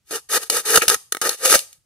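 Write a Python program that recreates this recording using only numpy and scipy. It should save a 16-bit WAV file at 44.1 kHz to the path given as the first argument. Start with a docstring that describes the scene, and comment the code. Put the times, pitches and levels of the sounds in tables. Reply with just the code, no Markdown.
"""A curved blade saws through a plastic bottle held down on grass, in short raspy strokes.
The edge slips thousands of times a second and now and then snaps through; the thin wall rings and
buckles once. The bottle's hollow note climbs unevenly as the cut opens. Hard strokes press it
into the ground. Behind it: a faint yard echo and still outdoor air."""
import sys
import numpy as np
from scipy import signal
from scipy.fft import rfft, irfft, next_fast_len
from scipy.io import wavfile
from scipy.ndimage import uniform_filter1d

SR = 44100
rng = np.random.default_rng(int(sys.argv[2]) if len(sys.argv) > 2 else 0)


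def output_pcm(signal):
    """Save a mono or channel-first signal as 16-bit PCM at the path in sys.argv[1].

    Samples are clipped to [-1, 1] before scaling.
    """
    pcm = np.clip(np.atleast_2d(signal).T, -1, 1) * 32767
    wavfile.write(sys.argv[1], SR, np.round(pcm).astype(np.int16))


N = 81585
T = np.arange(N) / SR
FFT_SIZE = next_fast_len(2 * N)
HZ = np.maximum(np.arange(FFT_SIZE // 2 + 1) * SR / FFT_SIZE, 1)

# envelopes, one list per stroke: t/s, relative levels of rasp/dB, wall/dB, hollow note/dB
STROKES = [
    [(0.045, -80, -88, -92), (0.075, -57, -73, -77), (0.106, -44, -51, -59), (0.11, -29.5, -39, -33.5),
     (0.143, -29.5, -33, -30), (0.16, -25, -32.5, -30), (0.182, -37.5, -39, -44), (0.2, -47, -57, -58)],
    [(0.289, -42, -58.5, -64), (0.297, -34, -34.5, -48), (0.315, -24.5, -36.5, -35),
     (0.335, -19.5, -23, -30.5), (0.363, -17, -23.5, -26), (0.375, -19.5, -20.5, -23),
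     (0.386, -36, -37, -49.5)],
    [(0.388, -35, -53.5, -38), (0.402, -41.5, -48, -44.5), (0.436, -28.5, -36.5, -47),
     (0.448, -43.5, -51.5, -52.5), (0.478, -45, -58, -62.5), (0.488, -63, -70, -62)],
    [(0.502, -16, -42.5, -37.5), (0.512, -28, -37, -32), (0.524, -23.5, -37, -28), (0.574, -22, -25, -29.5),
     (0.606, -29, -37, -40.5), (0.626, -46, -61, -53.5)],
    [(0.63, -47.5, -56, -57.5), (0.649, -42.5, -42, -54.5), (0.654, -26, -36, -38.5),
     (0.7, -20, -26.5, -26.5), (0.728, -19.5, -28.5, -23.5), (0.745, -16, -15, -16.5),
     (0.768, -16.5, -23.5, -21.5), (0.778, -14, -25, -13.5), (0.788, -28, -36, -33.5),
     (0.804, -29.5, -38, -52.5), (0.812, -40, -52.5, -52)],
    [(0.82, -18.5, -20, -32), (0.835, -25, -30.5, -19), (0.846, -30.5, -35.5, -35.5),
     (0.862, -37, -49, -46), (0.876, -36.5, -44, -40.5)],
    [(0.883, -22, -23, -40.5), (0.892, -24.5, -30, -46.5), (0.915, -18.5, -18.5, -22.5),
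     (0.934, -22, -32, -27), (0.948, -22.5, -22, -28), (0.958, -37.5, -44, -51), (0.965, -36.5, -43.5, -54)],
    [(1.2165, -19, -22.5, -31.5), (1.236, -28, -29, -32), (1.27, -20.5, -20.5, -23.5),
     (1.286, -28, -38.5, -27.5), (1.31, -27.5, -31.5, -40), (1.35, -35, -44.5, -44.5),
     (1.37, -54, -72.5, -71)],
    [(1.37, -46.5, -63, -71), (1.416, -36, -41.5, -39.5), (1.454, -16, -21, -21.5),
     (1.485, -20, -33, -23.5), (1.505, -15, -28, -29), (1.537, -14.5, -23.5, -23.5),
     (1.552, -9.5, -18, -14.5), (1.568, -21.5, -35, -31.5), (1.598, -30.5, -46, -50.5),
     (1.62, -39.5, -59, -48)],
    [(1.62, -38, -60, -53), (1.66, -57, -68, -67.5), (1.73, -57.5, -72, -76), (1.78, -66, -78, -81)],
]
# plastic breaking: t/s, edge drive/dB, wall drive/dB, crumble length/s
SNAPS = [(0.4322, -16, -16.5, 0.0017), (0.4996, 7.5, -0.5, .0017), (0.567, -4.5, -13.5, 0.005),
         (0.7054, 4.5, -12, 0.00046), (0.757, 7.5, 1, .004), (0.7619, 9, 3, 0.0014),
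         (0.7724, 0, 3.5, 0.0045), (0.774, -6.5, -4, 0.0044), (0.8199, -13, -0.5, 0.0026),
         (0.8542, -17, -14.5, .002), (0.881, 8.5, -5.5, .004), (0.8939, 10.5, -8.5, 0.0012),
         (0.899, 9, 1, 0.0025), (0.9435, 1, -8, 0.0023), (1.1227, 4, -3.5, 0.0027),
         (1.1485, -8, -1.5, 0.0011), (1.1696, -10.5, -2, 0.001), (1.2154, 4, -1, 0.00049),
         (1.2527, -1, -10.5, .001), (1.2931, 9, -3, .0012), (1.4512, 3, -5, 0.0014),
         (1.4572, 8.5, -20.5, 0.0019), (1.4989, 1.5, -1, 0.0018), (1.5078, 8.5, 0.5, 0.0016),
         (1.519, 7, -0.5, .0015), (1.526, 7, 7.5, 0.0024), (1.54, 0, 8.5, .002), (1.548, -2.5, 3, 0.0014),
         (1.5542, 5, 2, .002), (1.592, 3.5, -15, 0.00079), (1.729, -22, -39, .002)]
# cut edge spectrum: f/Hz, level/dB
EDGE_SHAPE = [(300, -26.5), (1500, -12.5), (2100, -7.5), (2400, 0.5), (3200, -2), (4300, -1.5), (6200, 2.5),
              (8000, 0.5), (9200, 4), (10700, 2.5), (12500, 0), (14200, -4.5), (15500, -26)]
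# cut edge resonances: f/Hz, width/Hz, boost/dB
EDGE_MODES = [(2386, 81, 1.8), (2930, 36, 2.4), (3770, 50, 4.1), (4250, 60, 6.3), (4762, 120, 5.6),
              (5200, 34, 2.3), (6504, 63, 5.8), (8740, 100, 4.5), (9410, 70, 6), (10100, 150, 3.5),
              (11213, 52, 6)]
# wall spectrum under slips: f/Hz, level/dB
WALL_SHAPE = [(150, -32.5), (320, -18), (680, -5), (850, 1.5), (1000, -1), (1150, 4), (1400, 1.5),
              (1900, 0.5), (2150, -7.5), (3200, -55)]
# wall resonances under slips: f/Hz, width/Hz, boost/dB
WALL_MODES = [(881, 30, 5), (1204, 45, 7.3), (1270, 49, 11.74), (1585, 110, 5.3), (1830, 22, 9.2),
              (1932, 76, 5.6)]
# wider wall spectrum under snaps: f/Hz, level/dB
KNOCK_SHAPE = [(90, -25), (200, -14), (320, -1.5), (700, -1.5), (950, -7), (1300, 2.5), (1800, -1.5),
               (2150, 0), (2600, -13.5), (3400, -7), (6000, -16)]
# air resonance in the bottle: t/s, f/Hz
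HOLLOW_PITCH = [(0.11, 390), (0.16, 438), (0.36, 451), (0.53, 452.5), (0.59, 485.5), (0.72, 439.5),
                (0.83, 481.5), (0.92, 455.5), (1.24, 466.5), (1.3, 495.5), (1.45, 524.5), (1.56, 548)]
# skirts of that resonance: f/Hz, level/dB
HOLLOW_SKIRTS = [(60, -7), (200, -5), (310, 0.5), (480, 2), (700, 4), (1100, -10.5), (3000, -38)]
# pushes into the ground: t/s, level/dB
PUSHES = [(0.756, -51.5), (0.778, -32), (0.883, -43), (0.9, -50), (0.96, -51.5), (1.527, -54.5),
          (1.555, -34.5)]
# turf thud spectrum: f/Hz, level/dB
THUD_SHAPE = [(20, -29), (50, -1.5), (80, -8), (150, -6), (260, -12.5), (600, -34.5)]
# stereo image: f/Hz, scattered share/0-1, left lead/rad, left minus right/dB
STEREO_IMAGE = [(300, 0, 0.5, 1.5), (1350, 0.19, 0.14, -.7), (1900, 0.24, 1.18, 2.5),
                (2530, 0.28, 0.5, 1.9), (3620, 0.63, 1.42, 2.2), (5500, 0.4, 0.5, 2), (7300, 0.4, 4, -1.5),
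                (8440, 0, 4, -6), (9700, 0.9, 4, -0.5), (10300, 0, 5.5, 1.5), (12800, .4, 3.5, 8),
                (15500, .5, 7.5, 5)]
# yard echo spectrum: f/Hz, level/dB
ECHO_SHAPE = [(150, -4), (500, -11), (800, 0), (1300, -8.5), (3000, -2), (6000, 0.5), (10000, 0.5),
              (15000, -5.5)]
# outdoor air spectrum: f/Hz, level/dB
AIR_SHAPE = [(20, -16.5), (60, 1), (130, -1), (250, -15.5), (700, -23.5), (3000, -23), (8000, -24),
             (15000, -33)]

SLIPS_PER_S, SLIP_SPREAD_DB, JUDDER_HZ, JUDDER_DB = 11000, 0.5, 159, 0.77
RASP_GAIN_DB, HOLLOW_GAIN_DB, HOLLOW_WIDTH_HZ, RELEASE_S = 1.5, -2, 56, 0.0024
SNAP_GAIN_DB, SNAP_HOLLOW_DB, SNAP_BOOST_SCALE = -0.5, -18, 0.55
CRUMBLE_GAIN, CRUMBLE_FULL_S = 0.25, 0.005
FULL_EFFORT_DB, CRACKLES_PER_S, CRACKLE_DRIVE_DB = -15, 170, -2
BUCKLE_AT_S, BUCKLE_SIGMA_S, BUCKLE_DB, BUCKLE_HZ, BUCKLE_WIDTH_HZ = 0.823, 0.0068, -18.5, 2480, 600
RUB_GAIN_DB, PUSH_SIGMA_S = -42.5, 0.008
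ECHO_DB, AIR_GAIN_DB = -21.5, -73.5


def sawing(drive, rasp_gain, wall_gain, hollow_gain):
    """Slips excite the cut edge, the thin wall and the air inside."""
    rasp = filtered(two_sided(drive, stray=0.38), body(EDGE_SHAPE, EDGE_MODES))
    ring = filtered(two_sided(drive, stray=0.08), body(WALL_SHAPE, WALL_MODES))
    return (from_db(RASP_GAIN_DB) * rasp_gain * unit_rms(rasp, window_s=0.011)
            + wall_gain * unit_rms(ring, window_s=0.0093)
            + from_db(HOLLOW_GAIN_DB) * hollow_gain * unit_rms(hollow(drive), window_s=0.019))


def slips():
    """Tiny random slips of the edge; blade judder modulates their size."""
    judder = signal.sosfilt(signal.butter(2, JUDDER_HZ, fs=SR, output="sos"), rng.standard_normal(N))
    spread_db = SLIP_SPREAD_DB * np.minimum(rng.exponential(1, N), 4)
    sizes = from_db(spread_db + JUDDER_DB * judder / judder.std())
    return sizes * rng.choice([-1, 1], N) * (rng.random(N) < SLIPS_PER_S / SR)


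def stroke_gains():
    """Rasp, wall and hollow gains: the blade bites at once and lets go quickly."""
    gains = np.zeros((3, N))
    for stroke in STROKES:
        times_s, *levels_db = np.transpose(stroke)
        gate = (T >= times_s[0]) * np.exp(-np.maximum(T - times_s[-1], 0) / RELEASE_S)
        gains = np.maximum(gains, [gate * from_db(np.interp(T, times_s, db)) for db in levels_db])
    return gains


def hollow(drive):
    """Air in the bottle: one resonance, climbing unevenly as the cut opens."""
    pitch_hz = np.interp(T, *np.transpose(HOLLOW_PITCH))
    carrier = np.exp(2j * np.pi * np.cumsum(pitch_hz) / SR)
    pole = np.exp(-np.pi * HOLLOW_WIDTH_HZ / SR)
    baseband = signal.lfilter([np.sqrt(2 * (1 - pole ** 2))], [1, -pole], drive / carrier + 1e-18)
    skirts = body(HOLLOW_SKIRTS)
    return filtered((baseband * carrier).real, skirts / np.abs(skirts).max())


def snap_drives():
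    """Edge and wall drive per snap: one impulse plus a crumble, weaker when shorter."""
    crack, knock = np.zeros((2, N)), np.zeros(N)
    age_s, grain = T[:SR // 50], rng.standard_normal(N)
    stereo_grain = two_sided(grain, stray=0.38)
    impulse = age_s == 0
    for at_s, edge_db, wall_db, crumble_s in SNAPS:
        span = slice(int(at_s * SR), int(at_s * SR) + len(age_s))
        crumble = CRUMBLE_GAIN * np.sqrt(crumble_s / CRUMBLE_FULL_S) * gaussian(age_s, crumble_s)
        crack[:, span] += from_db(edge_db) * (impulse + crumble * stereo_grain[:, span])
        knock[span] += from_db(wall_db) * (impulse + crumble * grain[span])
    return crack, knock


def snapping(crack, knock, effort):
    """Breaks excite edge, wall and inner air; the pressed wall rings less."""
    edge = filtered(crack + crackles(effort), body(EDGE_SHAPE, EDGE_MODES))
    pressed_modes = [(hz, width_hz, db * SNAP_BOOST_SCALE) for hz, width_hz, db in WALL_MODES]
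    wall = filtered(knock, body(KNOCK_SHAPE, pressed_modes))
    return from_db(SNAP_GAIN_DB) * (edge + wall + from_db(SNAP_HOLLOW_DB) * hollow(knock))


def crackles(effort):
    """Small random breaks; rate and size grow with effort."""
    load = np.minimum(effort / from_db(FULL_EFFORT_DB), 1)
    breaks = rng.random(N) < CRACKLES_PER_S * load ** 2 / SR
    return breaks * load * from_db(CRACKLE_DRIVE_DB) * rng.choice([-1, 1], N)


def buckle():
    """The wall buckles with a bright creak: a burst of slips in one high resonance."""
    band = 1 / (1 + 2j * (HZ - BUCKLE_HZ) / BUCKLE_WIDTH_HZ) ** 2
    creak = unit_rms(filtered(slips(), band), window_s=0.01)
    return from_db(BUCKLE_DB) * gaussian(T - BUCKLE_AT_S, BUCKLE_SIGMA_S) * creak


def ground(effort):
    """Dull thuds and a low rub where the bottle bears on the turf."""
    pushes = sum(from_db(db) * gaussian(T - at_s, PUSH_SIGMA_S) for at_s, db in PUSHES)
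    turf = filtered(two_sided(rng.standard_normal(N), stray=0.25), body(THUD_SHAPE))
    return (pushes + from_db(RUB_GAIN_DB) * effort) * unit_rms(turf, window_s=0.02)


def yard_echo(x):
    """Faint, short reflections from the yard."""
    return from_db(ECHO_DB) * filtered(x, reflections(t60_s=0.33, onset_s=0.0078) * body(ECHO_SHAPE))


def outdoor_air():
    """Steady low rumble and hiss, half common to both sides."""
    noise = rng.standard_normal((2, N)) + rng.standard_normal(N)
    return from_db(AIR_GAIN_DB) * filtered(noise, body(AIR_SHAPE))


def stereo_spread(x):
    """Bass is near alike on both sides; treble scatters and differs in phase and level."""
    share, lead_rad, balance_db = over_hz(STEREO_IMAGE)
    side = np.array([[0.5], [-0.5]])
    direct = np.sqrt(1 - share) * np.exp(1j * side * lead_rad)
    scattered = np.sqrt(share) * reflections(t60_s=0.012, onset_s=0.0004)
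    return filtered(x, from_db(side * balance_db) * (direct + scattered))


def two_sided(drive, stray):
    """Uneven radiation to left and right; stray is the uncorrelated power share."""
    return drive * (np.sqrt(1 - stray) + np.sqrt(stray) * rng.choice([-1, 1], (2, N)))


def reflections(t60_s, onset_s):
    """Unit-power stereo response of dense, decaying reflections."""
    onset = 1 - np.exp(-(T / onset_s) ** 2)
    tail = rng.standard_normal((2, N)) * from_db(-60 * T / t60_s) * onset
    return rfft(tail / np.sqrt(np.sum(tail ** 2, axis=1, keepdims=True)), FFT_SIZE)


def body(shape, modes=()):
    """Unit-power, minimum-phase response: broad shape plus resonances."""
    gain = from_db(over_hz(shape)[0])
    for hz, width_hz, boost_db in modes:
        peak = 1 / (1 + (2 * (HZ - hz) / width_hz) ** 2)
        gain *= np.sqrt(1 + (from_db(boost_db) ** 2 - 1) * peak)
    cepstrum = irfft(np.log(gain / np.sqrt(np.mean(gain ** 2))), FFT_SIZE)
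    return np.exp(rfft(np.r_[cepstrum[0], 2 * cepstrum[1:FFT_SIZE // 2]], FFT_SIZE))


def over_hz(rows):
    """Table columns interpolated over log frequency."""
    hz, *columns = np.transpose(rows)
    return [np.interp(np.log(HZ), np.log(hz), column) for column in columns]


def filtered(x, response):
    """Apply a frequency response."""
    return irfft(rfft(x, FFT_SIZE) * response, FFT_SIZE)[..., :N]


def unit_rms(x, window_s):
    """Hold running RMS at 1; grit faster than the window stays."""
    size = int(window_s * SR)
    power = uniform_filter1d(uniform_filter1d(x * x, size), size)
    return x / np.sqrt(np.abs(power) + 1e-12)


def gaussian(t_s, sigma_s):
    """Bell curve, peak 1."""
    return np.exp(-0.5 * (t_s / sigma_s) ** 2)


def from_db(db):
    """Decibels to gain."""
    return 10 ** (np.asarray(db) / 20)


def scene():
    """Sawn bottle, yard echo, outdoor air."""
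    rasp_gain, wall_gain, hollow_gain = stroke_gains()
    drive = slips()
    crack, knock = snap_drives()
    bottle = sawing(drive, rasp_gain, wall_gain, hollow_gain)
    bottle += snapping(crack, knock, effort=rasp_gain) + ground(effort=rasp_gain) + buckle()
    background = yard_echo(bottle) + outdoor_air()
    return stereo_spread(bottle) + background


def record(dry):
    """Soft clip, then low-pass."""
    ceiling, cutoff_hz = 1.4, 15700
    lowpass = signal.ellip(10, 0.2, 70, cutoff_hz, fs=SR, output="sos")
    return signal.sosfilt(lowpass, ceiling * np.tanh(dry / ceiling))


dry = scene()
out = record(dry)
output_pcm(out)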